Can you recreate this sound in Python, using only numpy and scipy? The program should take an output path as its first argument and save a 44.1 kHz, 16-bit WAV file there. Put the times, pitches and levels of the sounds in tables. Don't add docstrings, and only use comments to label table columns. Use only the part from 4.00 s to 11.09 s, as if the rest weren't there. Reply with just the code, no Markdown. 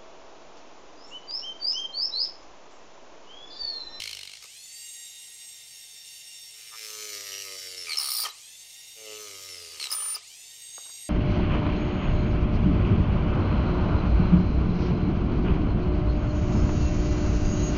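import sys
import numpy as np
from scipy import signal
from scipy.fft import rfft, irfft, next_fast_len
from scipy.io import wavfile
from scipy.ndimage import uniform_filter1d

SR = 44100
rng = np.random.default_rng(int(sys.argv[2]) if len(sys.argv) > 2 else 0)


def bounce(signal):
    frames = np.transpose(np.atleast_2d(signal))
    limited = np.clip(frames, -1, 1)
    pcm = np.round(limited * 32767).astype(np.int16)
    wavfile.write(sys.argv[1], SR, pcm)


N = 312669
T = np.arange(N) / SR

FULL_SPEED, BOG_SPEED, BOG_RANGE = 112, 88.6, 25
# time_s, turns_per_s
FREE_SPEED = [(1.05, 112.2), (1.9, 110.75), (2.6, 110.75), (4.9, 112.3), (7.09, 112.8)]
# time_s, turns_per_s
DRAGGED_SPEED = [
    [(0, 53.97), (.1, 55.25), (.16, 48.82), (.22, 48.88), (.29, 45.85), (.35, 56.29), (.4, 55.1),
     (.44, 63.1)],
    [(2.68, 110.5), (3.05, 105.6), (3.3, 98.7), (3.42, 98.7), (3.62, 93.6), (3.8, 92.2), (3.92, 77.6),
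     (4.1, 64.5), (4.3, 51.5)],
    [(4.95, 112.3), (5.07, 107.6), (5.23, 105.9), (5.34, 96.5), (5.48, 94), (5.64, 84.4), (5.76, 78),
     (5.8, 72), (5.89, 68), (5.92, 60.5), (5.96, 59), (6, 52), (6.13, 47), (6.2, 49)],
]
# start_s, end_s, attack_s, fade_db_per_s, rasp_db, dust_db, wall_db, roof_db, rocking_db, growl_db
CUTS = [(-.01, 0.467, 0.0091, 41, -43, -58, -50, -67, -46.5, -49),
        (2.718, 4.31, 0.28, 2, -41.5, -38.5, -54.5, -58, -74, -48.5),
        (4.942, 6.195, 0.15, -1, -47.5, -53, -56, -65.5, -71.5, -54)]
# start_s, length_s, roof_db, rasp_db, wall_db
SNAGS = [(0.414, 0.057, -57, -44, -67.5), (2.532, 0.2, -74, -54, -79), (2.71, 0.066, -48, -52, -76),
         (2.748, 0.22, -84, -43, -71), (3.102, 0.083, -58, -41.5, -56), (3.433, 0.15, -55, -64, -57),
         (3.862, 0.084, -49, -48, -71), (3.938, 0.21, -47.5, -44, -75), (4.215, 0.078, -39, -38.5, -62.5),
         (4.952, 0.12, -76, -53, -56), (5.047, 0.18, -86, -63, -51), (5.194, 0.11, -57, -71, -57),
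         (5.32, 0.11, -60, -53, -77), (5.791, 0.087, -71, -39, -60), (5.892, 0.074, -44, -40, -77),
         (5.95, .09, -57, -73, -73), (6.146, 0.039, -40, -41, -68)]
# frequency_hz, gain_db
RASP_EQ = [(800, -12), (1400, 11.5), (2100, 2.5), (3700, -7.5), (6000, 5.5), (9500, -3.5), (16000, 1.5)]
# pitch_hz, width_hz, gain_db
DISC_MODES = [(2162, 266, 0.5), (2916, 290, 5.5), (3940, 370, 5.5), (4650, 250, 6), (5390, 194, 5.5),
              (6120, 190, 0.5), (6880, 500, -3.5), (8210, 890, -3), (9250, 410, 0.5), (10400, 400, -4),
              (11250, 400, -7.5), (12450, 350, -4.5), (14600, 420, -7.5)]
# pitch_hz, width_hz, gain_db
WALL_MODES = [(302, 280, -7.5), (427, 67, 5), (585, 121, -6)]
# pitch_hz, width_hz, gain_db
ROOF_MODES = [(905, 570, -15.5), (1245.5, 44.6, 3), (1780, 32, -12)]
# pitch_hz, width_hz, gain_db
MAT_MODE = [(87, 28, 0)]
# start_s, length_s, level_db, fade_db_per_s
CHATTERS = [(-.02, 0.41, -37.5, 34), (0.229, 0.02, -52, 10), (0.328, 0.026, -56, 8), (3.911, 0.35, -39, 62),
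            (5.795, 0.084, -40.5, 13)]
# pitch_hz, width_hz, gain_db
SNAP_MODES = [(2210, 50, 4.5), (3120, 100, -2), (4180, 110, 2.5)]
# start_s, length_s, first_hz, last_hz, level_db, waver_weight, throb_share, octave_db, twelfth_db
SQUEALS = [(.07, 0.068, 3090, 3080, -51, 33, 0.3, -25, -33),
           (3.312, 0.12, 2940, 2880, -45, 70, 1, 1.5, -12),
           (3.46, .27, 4750, 4680, -48.5, 45, 0.42, -22, -30),
           (3.775, 0.071, 5390, 5370, -39, 70, 0.5, -14, -30),
           (3.866, 0.069, 2420, 2260, -39.5, 86, 1, -12, -30),
           (3.89, 0.054, 4650, 4080, -35, 93, 0.5, -9, -20),
           (3.971, 0.0059, 5230, 5400, -23, 50, 0, -22, -30),
           (3.981, 0.0069, 5280, 5280, -20.5, 46, 0.2, -27, -30),
           (3.995, 0.0067, 5300, 5240, -26, 50, .2, -29, -30),
           (4.008, 0.008, 5480, 5400, -29, 50, 0.1, -27, -30),
           (4.02, 0.23, 5440, 5390, -39.5, 111, 0.56, -25, -30),
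           (4.117, 0.0031, 5270, 5300, -24, 50, .2, -15, -27),
           (4.148, 0.0049, 5200, 5300, -27, 50, .2, -20, -30),
           (4.162, .007, 5240, 5300, -31, 50, .2, -20, -30), (3.983, 0.12, 4740, 4670, -40, 99, 1, 4, -4),
           (4.10, 0.12, 4840, 4700, -40.5, 58, 0.9, 5, -9),
           (4.175, 0.069, 4890, 4740, -33.5, 50, 0.2, -5, -12),
           (4.1, 0.14, 14230, 14280, -37, 60, 0.6, -40, -40),
           (4.0, 0.25, 4420, 4325, -37.5, 257, 0.4, -14, -30),
           (4.25, 0.015, 3196, 3030, -33.5, 79, 0, -15, -23),
           (4.297, 0.016, 3870, 4020, -42, 60, 0.1, -26, -12),
           (5.06, 0.12, 2800, 2780, -49.5, 134, 1, -20, -22),
           (5.2, 0.11, 6200, 6180, -52, 130, .9, -30, -30),
           (5.495, 0.054, 5440, 5350, -44.5, 80, 0.2, -11, -30),
           (5.797, 0.077, 4486, 3810, -39, 80, 0.6, -7, -24),
           (5.904, 0.0064, 4800, 5030, -31, 60, 0.05, -21, -20),
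           (5.913, 0.029, 5230, 5010, -34, 92, 0.1, -3, -14),
           (5.924, 0.0053, 5090, 5120, -22, 44, 0.2, -14, -22),
           (5.913, 0.036, 9250, 9230, -35, 90, 0.4, -40, -40),
           (5.913, .04, 14450, 14400, -40, 200, .4, -40, -40),
           (5.946, 0.2, 9220, 9210, -31, 28, 0.17, -26, -37),
           (5.915, 0.22, 14600, 14580, -47.5, 70, 0.4, -40, -40),
           (6.0, 0.027, 2890, 3060, -46, 51, 0.9, -7, -16),
           (6.146, 0.0161, 5240, 4660, -31.5, 57, 0, -8, -12)]
# ripples_per_spin, lower_sideband_db, upper_sideband_db
BALL_RIPPLES = [(2, -23, -27), (3, -40, -25), (4, -11, -23.5), (5, -16.5, -25.5), (6, -22, -20.5),
                (7, -14.5, -18), (8, -15, -16.5), (9, -12, -22.5), (10, -9, -18), (11, -12, -26),
                (12, -15.5, -16.5), (13, -8.5, -21), (14, -18, -22), (15, -11.5, -21), (16, -27, -18.5)]
# peak_s, half_length_s, ripples_per_spin, level_db
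SWELLS = [(0.988, 0.19, 7, -58), (0.868, 0.19, 9, -48.5), (0.934, 0.23, 8, -53), (1.148, 0.49, 12, -52),
          (1.39, 0.22, 9, -52.5), (0.723, 0.16, 5, -54.5), (2.18, 0.2, 3, -56), (2.302, 1, 6, -51.5),
          (3.08, 0.17, 8, -52.5), (4.626, 0.018, 9, -50.5), (4.877, 0.12, 6, -52), (5.15, 0.15, 8, -62),
          (5.396, 0.11, 9, -57), (6.773, 0.18, 7, -50), (6.78, 0.11, 4, -57), (6.885, 0.22, 5, -53),
          (6.92, 0.4, 9, -49), (7.06, 0.093, 7, -59)]
# time_s, upper_sideband_lead_db
TILT = [(0, -10), (.9, 22), (1.4, 9.5), (1.9, 0.5), (2.6, 1.5), (4.7, 7.5), (6.4, 12), (6.8, 9.5),
        (7.09, 16.5)]
# ripples_per_spin, gain_db
GROWL_RIPPLES = [(5, -7), (6, -9.5), (7, 3), (8, -12), (9, -8.5), (10, -42), (14, -1), (15, -7.5)]
# cycles_per_turn, gain_db
RACE_RIPPLES = [(16.04, -34), (16.95, -20.5), (17.9, -26.5), (18.78, -23), (19.14, -22), (20.14, -26),
                (21.14, -26.5), (23.14, -31), (24.3, -21), (25.84, -19.5), (26.19, -33), (31.84, -29),
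                (34.56, -25), (35.38, -20.5), (47.99, -20.5), (56.71, -21), (61.41, -16.5)]
# frequency_hz, gain_db
ROLLING_EQ = [(1000, -49), (1700, -14), (1850, -16), (2470, -7.5), (2730, -5), (3050, -2.5), (5090, -3.5),
              (5540, -1.5), (7820, -6), (8250, 0), (9770, -15), (12300, -20), (15700, -29)]
# frequency_hz, gain_db
HOUSING_EQ = [(4800, 2), (5450, -1.5), (6100, -0.5), (6550, 2), (7100, 4.5), (7700, -5), (8300, 3.5),
              (8850, -1.5), (9300, -5.5), (10200, -5.5), (11150, -6.5), (12200, -5.5), (13000, -6),
              (15000, -16)]
# time_s, level_db
KNOCKS = [(.445, -47), (4.249, -40), (4.26, -42), (4.283, -41), (5.915, -40.5), (5.932, -49), (5.949, -50),
          (6.003, -51), (6.022, -43), (6.169, -44), (6.780, -33.5)]
# pitch_hz, gain_db, t60_s
HOUSE_MODES = [(306, -10.5, 0.013), (524, -3, 0.015), (830, 0, 0.008), (1180, -2.5, 0.017),
               (1520, -3, 0.0077)]
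# start_s, length_s, level_db
RUBS = [(6.765, 0.037, -65), (6.843, 0.042, -58), (6.884, 0.026, -52.5)]
# frequency_hz, gain_db
ROOM_EQ = [(15, -35), (25, -19), (48, -16), (140, 0.5), (173, -9), (371, -9.5), (391, -13.5), (426, 0),
           (516, -9), (731, -2), (1230, -12), (1600, -7), (2080, -22), (3520, -120)]
# pitch_hz, level_db
HUM = [(50, -81), (100, -84)]


def spindle_speed(spin_up_s=.1):
    speed = free = automation(FREE_SPEED)
    for curve in DRAGGED_SPEED:
        start, end = curve[0][0], curve[-1][0]
        held = np.exp(-np.maximum(T - end, 0) / spin_up_s)
        speed = np.where(T >= start, free + held * (automation(curve) - free), speed)
    return speed


def cut_faders(release_s=0.021):
    faders = 0
    for start, end, attack, fade, *layers_db in CUTS:
        gate = np.clip(np.minimum((T - start) / attack, (end - T) / release_s), 0, 1)
        push = gate * from_db(-fade * np.maximum(T - start, 0))
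        faders = faders + np.outer(from_db(layers_db), push)
    return faders


def cutting(turns, bogged, rasp_gain, wall_gain, roof_gain, dust_gain):
    roof_snag, rasp_snag, wall_snag = sum(np.outer(from_db(levels_db), window(start, start + length, 0.028))
                                          for start, length, *levels_db in SNAGS)
    pressure = contact(turns, sharpness=1.26) + 0.14 + bogged * (T > CUTS[0][1])
    repeating = .93 * (1 - bogged)
    grit = np.sqrt(repeating) * rim_grit(turns) + np.sqrt(1 - repeating) * rng.standard_normal(N)
    rasp = np.hypot(rasp_gain, rasp_snag) * rim_rasp(turns, bogged, grit * pressure)
    dust = dust_gain * bogged ** 2 * dust_hiss(pressure)
    shove = rim_shove(turns, bogged, grit)
    roof = roof_buzz(shove, bogged, roof_gain, roof_snag)
    walls = wall_buzz(shove, turns, bogged, wall_gain, wall_snag)
    return rasp + dust + walls + roof


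def contact(turns, sharpness, high_spot=0.1373):
    return np.exp(sharpness * (np.cos(2 * np.pi * (turns - high_spot)) - 1))


def rim_grit(turns, wear_hz=2.16, points=2048):
    grit = 0
    for _ in range(3):
        rim = irfft(rfft(rng.standard_normal(points))[:points // 12], points)
        grit = grit + drift(wear_hz) * np.interp(turns % 1, np.arange(points) / points, rim)
    return levelled(grit)


def rim_rasp(turns, bogged, friction, swell_db=1.2):
    grinding = levelled(friction * from_db(2.1 * drift(200)))
    strike = .35 * (1 - bogged) * levelled(contact(turns, sharpness=1300, high_spot=.2))
    scrape = levelled(resonate(coloured(grinding + strike, RASP_EQ), DISC_MODES))
    return scrape * from_db(swell_db * drift(15.4))


def dust_hiss(pressure, lead_s=0.041):
    spray = resonate(rng.standard_normal(N) * (pressure + 0.92), DISC_MODES)
    gate = sum(window(start, end - lead_s, 0.016) for start, end, *_ in CUTS)
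    return levelled(cut_off(spray, 9000, "high", order=3)) * gate


def rim_shove(turns, bogged, grit):
    kick = np.gradient(contact(turns, sharpness=117)) * from_db((0.4 + 0.91 * bogged) * drift(36))
    grip = contact(turns, sharpness=1.7) + 0.77 * bogged * from_db(11.0 * drift(70))
    return levelled(kick) + (0.96 + 3.7 * bogged) * levelled(grit * grip)


def roof_buzz(shove, bogged, gain, snag, bog_db=9, surge_db=4.5):
    ring = resonate(cut_off(shove, 540, "high"), ROOF_MODES)
    level = gain * from_db(surge_db * drift(1) + bog_db * bogged)
    return np.hypot(level, snag) * levelled(cut_off(ring, 4700, "low"))


def wall_buzz(shove, turns, bogged, gain, snag, bog_db=-13, waver_db=1.5):
    ring = resonate(cut_off(shove, 232, "high", order=3), WALL_MODES)
    detune_hz = 4 * np.gradient(turns) * SR - WALL_MODES[1][0]
    lift = 1 + 0.12 / (1 + (detune_hz / 14) ** 2)
    level = np.hypot(gain * from_db(bog_db * bogged) * lift, snag)
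    return level * levelled(cut_off(ring, 880, "low")) * from_db(waver_db * drift(8.3))


def rocking(turns, bogged, bog_db=-13.5):
    sway = rms_one(resonate(resonate(contact(turns, sharpness=1.0), MAT_MODE), MAT_MODE))
    thump = cut_off(contact(turns, sharpness=13.0), 160, "low", order=3)
    thump = levelled(cut_off(thump, 52, "high"))
    return from_db(bog_db * bogged) * (sway + bogged * thump)


def chatter(turns, ring_db=-2.5, thud_db=-19):
    level = sum(from_db(db - fade * np.maximum(T - start, 0)) * window(start, start + length, 0.0037)
                for start, length, db, fade in CHATTERS)
    bursts = rng.standard_normal(N) * contact(turns, sharpness=4.2, high_spot=0.12)
    snaps = np.diff(np.floor(turns - 0.154), prepend=-1) * from_db(-5.0 * drift(30))
    scrape = cut_off(resonate(bursts, DISC_MODES), 1640, "high", order=4)
    scrape = levelled(cut_off(scrape, 5200, "low", order=1))
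    thud = levelled(cut_off(cut_off(bursts, 1260, "low"), 550, "high"))
    ring = levelled(cut_off(resonate(snaps, SNAP_MODES), 2800, "high"))
    return level * (scrape + from_db(thud_db) * thud + from_db(ring_db) * ring)


def squeals(turns, bogged, roof_flex, bend_hz=35, flex_depth=4.7):
    catches = contact(turns, sharpness=4.6, high_spot=0.32)
    catches += 0.73 * bogged * contact(turns, sharpness=3.6, high_spot=0.65)
    ragged = from_db(2.5 * (1.5 + bogged) * drift(270))
    swing = levelled(np.tanh(2 * catches * ragged))
    wavers = [1.13 * drift(400) for _ in range(3)]
    out = np.zeros(N)
    for k, (start, length, first_hz, last_hz, db, waver, throb, *overtones_db) in enumerate(SQUEALS):
        gate = window(start, start + length, 0.0012)
        on = gate > 0
        pulse = throb * (swing[on] - 1)
        pitch_hz = np.linspace(first_hz, last_hz, on.sum()) + waver * wavers[k % 3][on] + bend_hz * pulse
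        cycles = np.cumsum(pitch_hz) / SR + flex_depth * roof_flex[on]
        partials = sum(gain * tone(n * cycles) for n, gain in enumerate(from_db([0, *overtones_db]), 1)
                       if n * first_hz < SR / 2)
        out[on] += from_db(db) * gate[on] * (1 + pulse) * partials
    return out


def bearing(turns, speed, growl_gain, spins_per_turn=8.285, slip=0.00081):
    level = from_db(-46 + 9.5 * np.log10(speed / FULL_SPEED))
    side_load = sum(window(start, end, 0.25) for start, end, *_ in CUTS)
    spin = spins_per_turn * (turns + slip * np.cumsum(drift(14.5) * np.gradient(turns)))
    whine = ball_whine(turns, spin, speed, side_load, level)
    growl = sum(from_db(db) * skid(ripples * spin, 130) for ripples, db in GROWL_RIPPLES)
    growl = growl_gain * growl * rms_one(contact(turns, sharpness=1.0, high_spot=0.61))
    races = from_db(-1) * (1 - .5 * side_load) * race_tones(turns)
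    hiss = from_db(-6) * rms_one(coloured(rng.standard_normal(N), ROLLING_EQ)) * (1 + 0.12 * drift(130))
    sound = coloured(whine + growl, HOUSING_EQ) + level * (races + hiss)
    return cut_off(sound, 2010, "high", order=9)


def ball_whine(turns, spin, speed, side_load, level, cage_per_turn=.44, flutter=0.49, fine_db=-17.5):
    lean = from_db(automation(TILT) / 2)
    slowness = np.maximum(1 - speed / FULL_SPEED, 0)
    level = level * (1 - 0.55 * slowness), level
    singing, full_level = level
    cage = cage_per_turn * turns
    whine = 0
    for ripples, lower_db, upper_db in BALL_RIPPLES:
        cycles = ripples * spin
        lower, upper = from_db(lower_db) / lean, from_db(upper_db) * lean
        strength = np.hypot(lower, upper)
        pair = lower * tone(cycles - cage + rng.random()) + upper * tone(cycles + cage + rng.random())
        pair = pair / strength * (1 + flutter * drift(9.2))
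        swell = ripple_swell(ripples)
        smear = 0.07 * ripples + 2.6 * slowness + .7 * side_load + .9 * np.minimum(swell / full_level, 1)
        voice = (pair + smear * skid(cycles, 19.0 * ripples)) / np.sqrt(1 + flutter ** 2 + smear ** 2)
        whine = whine + voice * np.hypot(singing * strength * (1 - 0.11 * side_load), swell)
    fine = sum(skid((BALL_RIPPLES[-1][0] + k) * spin, 90) for k in range(1, 8))
    return whine + singing * from_db(fine_db) * fine


def ripple_swell(ripples):
    return sum(from_db(db) * np.exp(-np.minimum(((T - peak) / half) ** 2, 50))
               for peak, half, which, db in SWELLS if which == ripples)


def skid(cycles, width_hz):
    return (drift(width_hz) * tone(cycles) + drift(width_hz) * tone(cycles + 1 / 4)) / np.sqrt(2)


def race_tones(turns, flutter=0.49):
    wobbles = [1 + flutter * drift(32) for _ in range(4)]
    return sum(from_db(db) * wobbles[k % 4] * tone(multiple * turns + rng.random())
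               for k, (multiple, db) in enumerate(RACE_RIPPLES))


def bumps():
    out = np.zeros(N)
    for (start, db), scatter_db in zip(KNOCKS, rng.normal(0, 0.62, (len(KNOCKS), len(HOUSE_MODES)))):
        at = int(start * SR)
        t = T[:min(SR // 10, N - at)]
        for k, (hz, mode_db, t60) in enumerate(HOUSE_MODES):
            decay = from_db(db + mode_db + scatter_db[k] - 60 * t / t60)
            out[at:at + len(t)] += (-1) ** k * decay * np.sin(2 * np.pi * hz * t)
    modes = [(hz, np.log(1000) / (np.pi * t60), db) for hz, db, t60 in HOUSE_MODES]
    rubbing = rms_one(resonate(rng.standard_normal(N), modes))
    out += rubbing * sum(from_db(db) * window(start, start + length, length / 2) for start, length, db in RUBS)
    softened = cut_off(out, 1800, "low", order=3)
    return cut_off(softened, 220, "high")


def workshop(x, t60_s=0.32, wet_db=-17):
    t = T[:SR // 3]
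    tail = cut_off(rng.standard_normal(len(t)), 4150, "low") * from_db(-60 * t / t60_s) * (t > .003)
    return x + from_db(wet_db) * signal.fftconvolve(x, tail / np.linalg.norm(tail))[:N]


def room_tone(noise_db=-70.5):
    noise = from_db(noise_db) * rms_one(coloured(rng.standard_normal(N), ROOM_EQ))
    return noise + sum(from_db(db) * tone(hz * T) for hz, db in HUM)


def from_db(db):
    return 10 ** (np.asarray(db) / 20)


def rms_one(x):
    return x / np.sqrt(np.mean(x ** 2) + 1e-20)


def levelled(x):
    power = uniform_filter1d(uniform_filter1d(x ** 2, size=2600), size=1800)
    return x / np.sqrt(np.abs(power) + 1e-12)


def automation(points):
    return np.interp(T, *np.transpose(points))


def window(start, end, edge):
    return np.clip(np.minimum(T - start, end - T) / edge, 0, 1)


def drift(rate_hz):
    pole = np.exp(-40 * np.pi * rate_hz / SR)
    slow = signal.lfilter([1], [1, -2 * pole, pole * pole], rng.standard_normal(N // 20 + 3002))[3000:]
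    return np.interp(np.arange(N) / 20, np.arange(len(slow)), rms_one(slow))


def coloured(x, eq):
    hz, db = np.transpose(eq)
    size = next_fast_len(N)
    bins_hz = np.maximum(np.arange(size // 2 + 1) * SR / size, 1)
    gain = from_db(np.interp(np.log(bins_hz), np.log(hz), db))
    return irfft(rfft(x, size) * gain, size)[:N]


def cut_off(x, hz, kind, order=2):
    return signal.sosfilt(signal.butter(order, hz, kind, fs=SR, output="sos"), x)


def resonate(x, modes):
    out = 0
    for k, (hz, width, db) in enumerate(modes):
        r = np.exp(-np.pi * width / SR)
        feedback = [1, -2 * r * np.cos(2 * np.pi * hz / SR), r * r]
        band = signal.lfilter(np.array([1, 0, -1]) * (1 - r * r) / 2, feedback, x)
        out = out + (-1) ** k * from_db(db) * band
    return out


def tone(cycles):
    return np.sqrt(2) * np.sin((2 * np.pi * (cycles % 1)).astype(np.float32))


def scene():
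    speed = spindle_speed()
    turns = np.cumsum(speed) / SR
    bogged = np.clip((BOG_SPEED - speed) / BOG_RANGE, 0, 1)
    rasp_gain, dust_gain, wall_gain, roof_gain, rocking_gain, growl_gain = cut_faders()
    plastic = cutting(turns, bogged, rasp_gain, wall_gain, roof_gain, dust_gain)
    plastic += rocking_gain * rocking(turns, bogged) + bumps()
    whine = bearing(turns, speed, growl_gain * from_db(-7 * bogged))
    disc = chatter(turns) + squeals(turns, bogged, roof_flex=resonate(plastic, ROOF_MODES))
    return np.tile(workshop(plastic + whine + disc) + room_tone(), (2, 1))


def record(dry, cutoff_hz=15750):
    return signal.sosfilt(signal.ellip(12, .1, 80, cutoff_hz, fs=SR, output="sos"), dry)


dry = scene()
out = record(dry)
bounce(out)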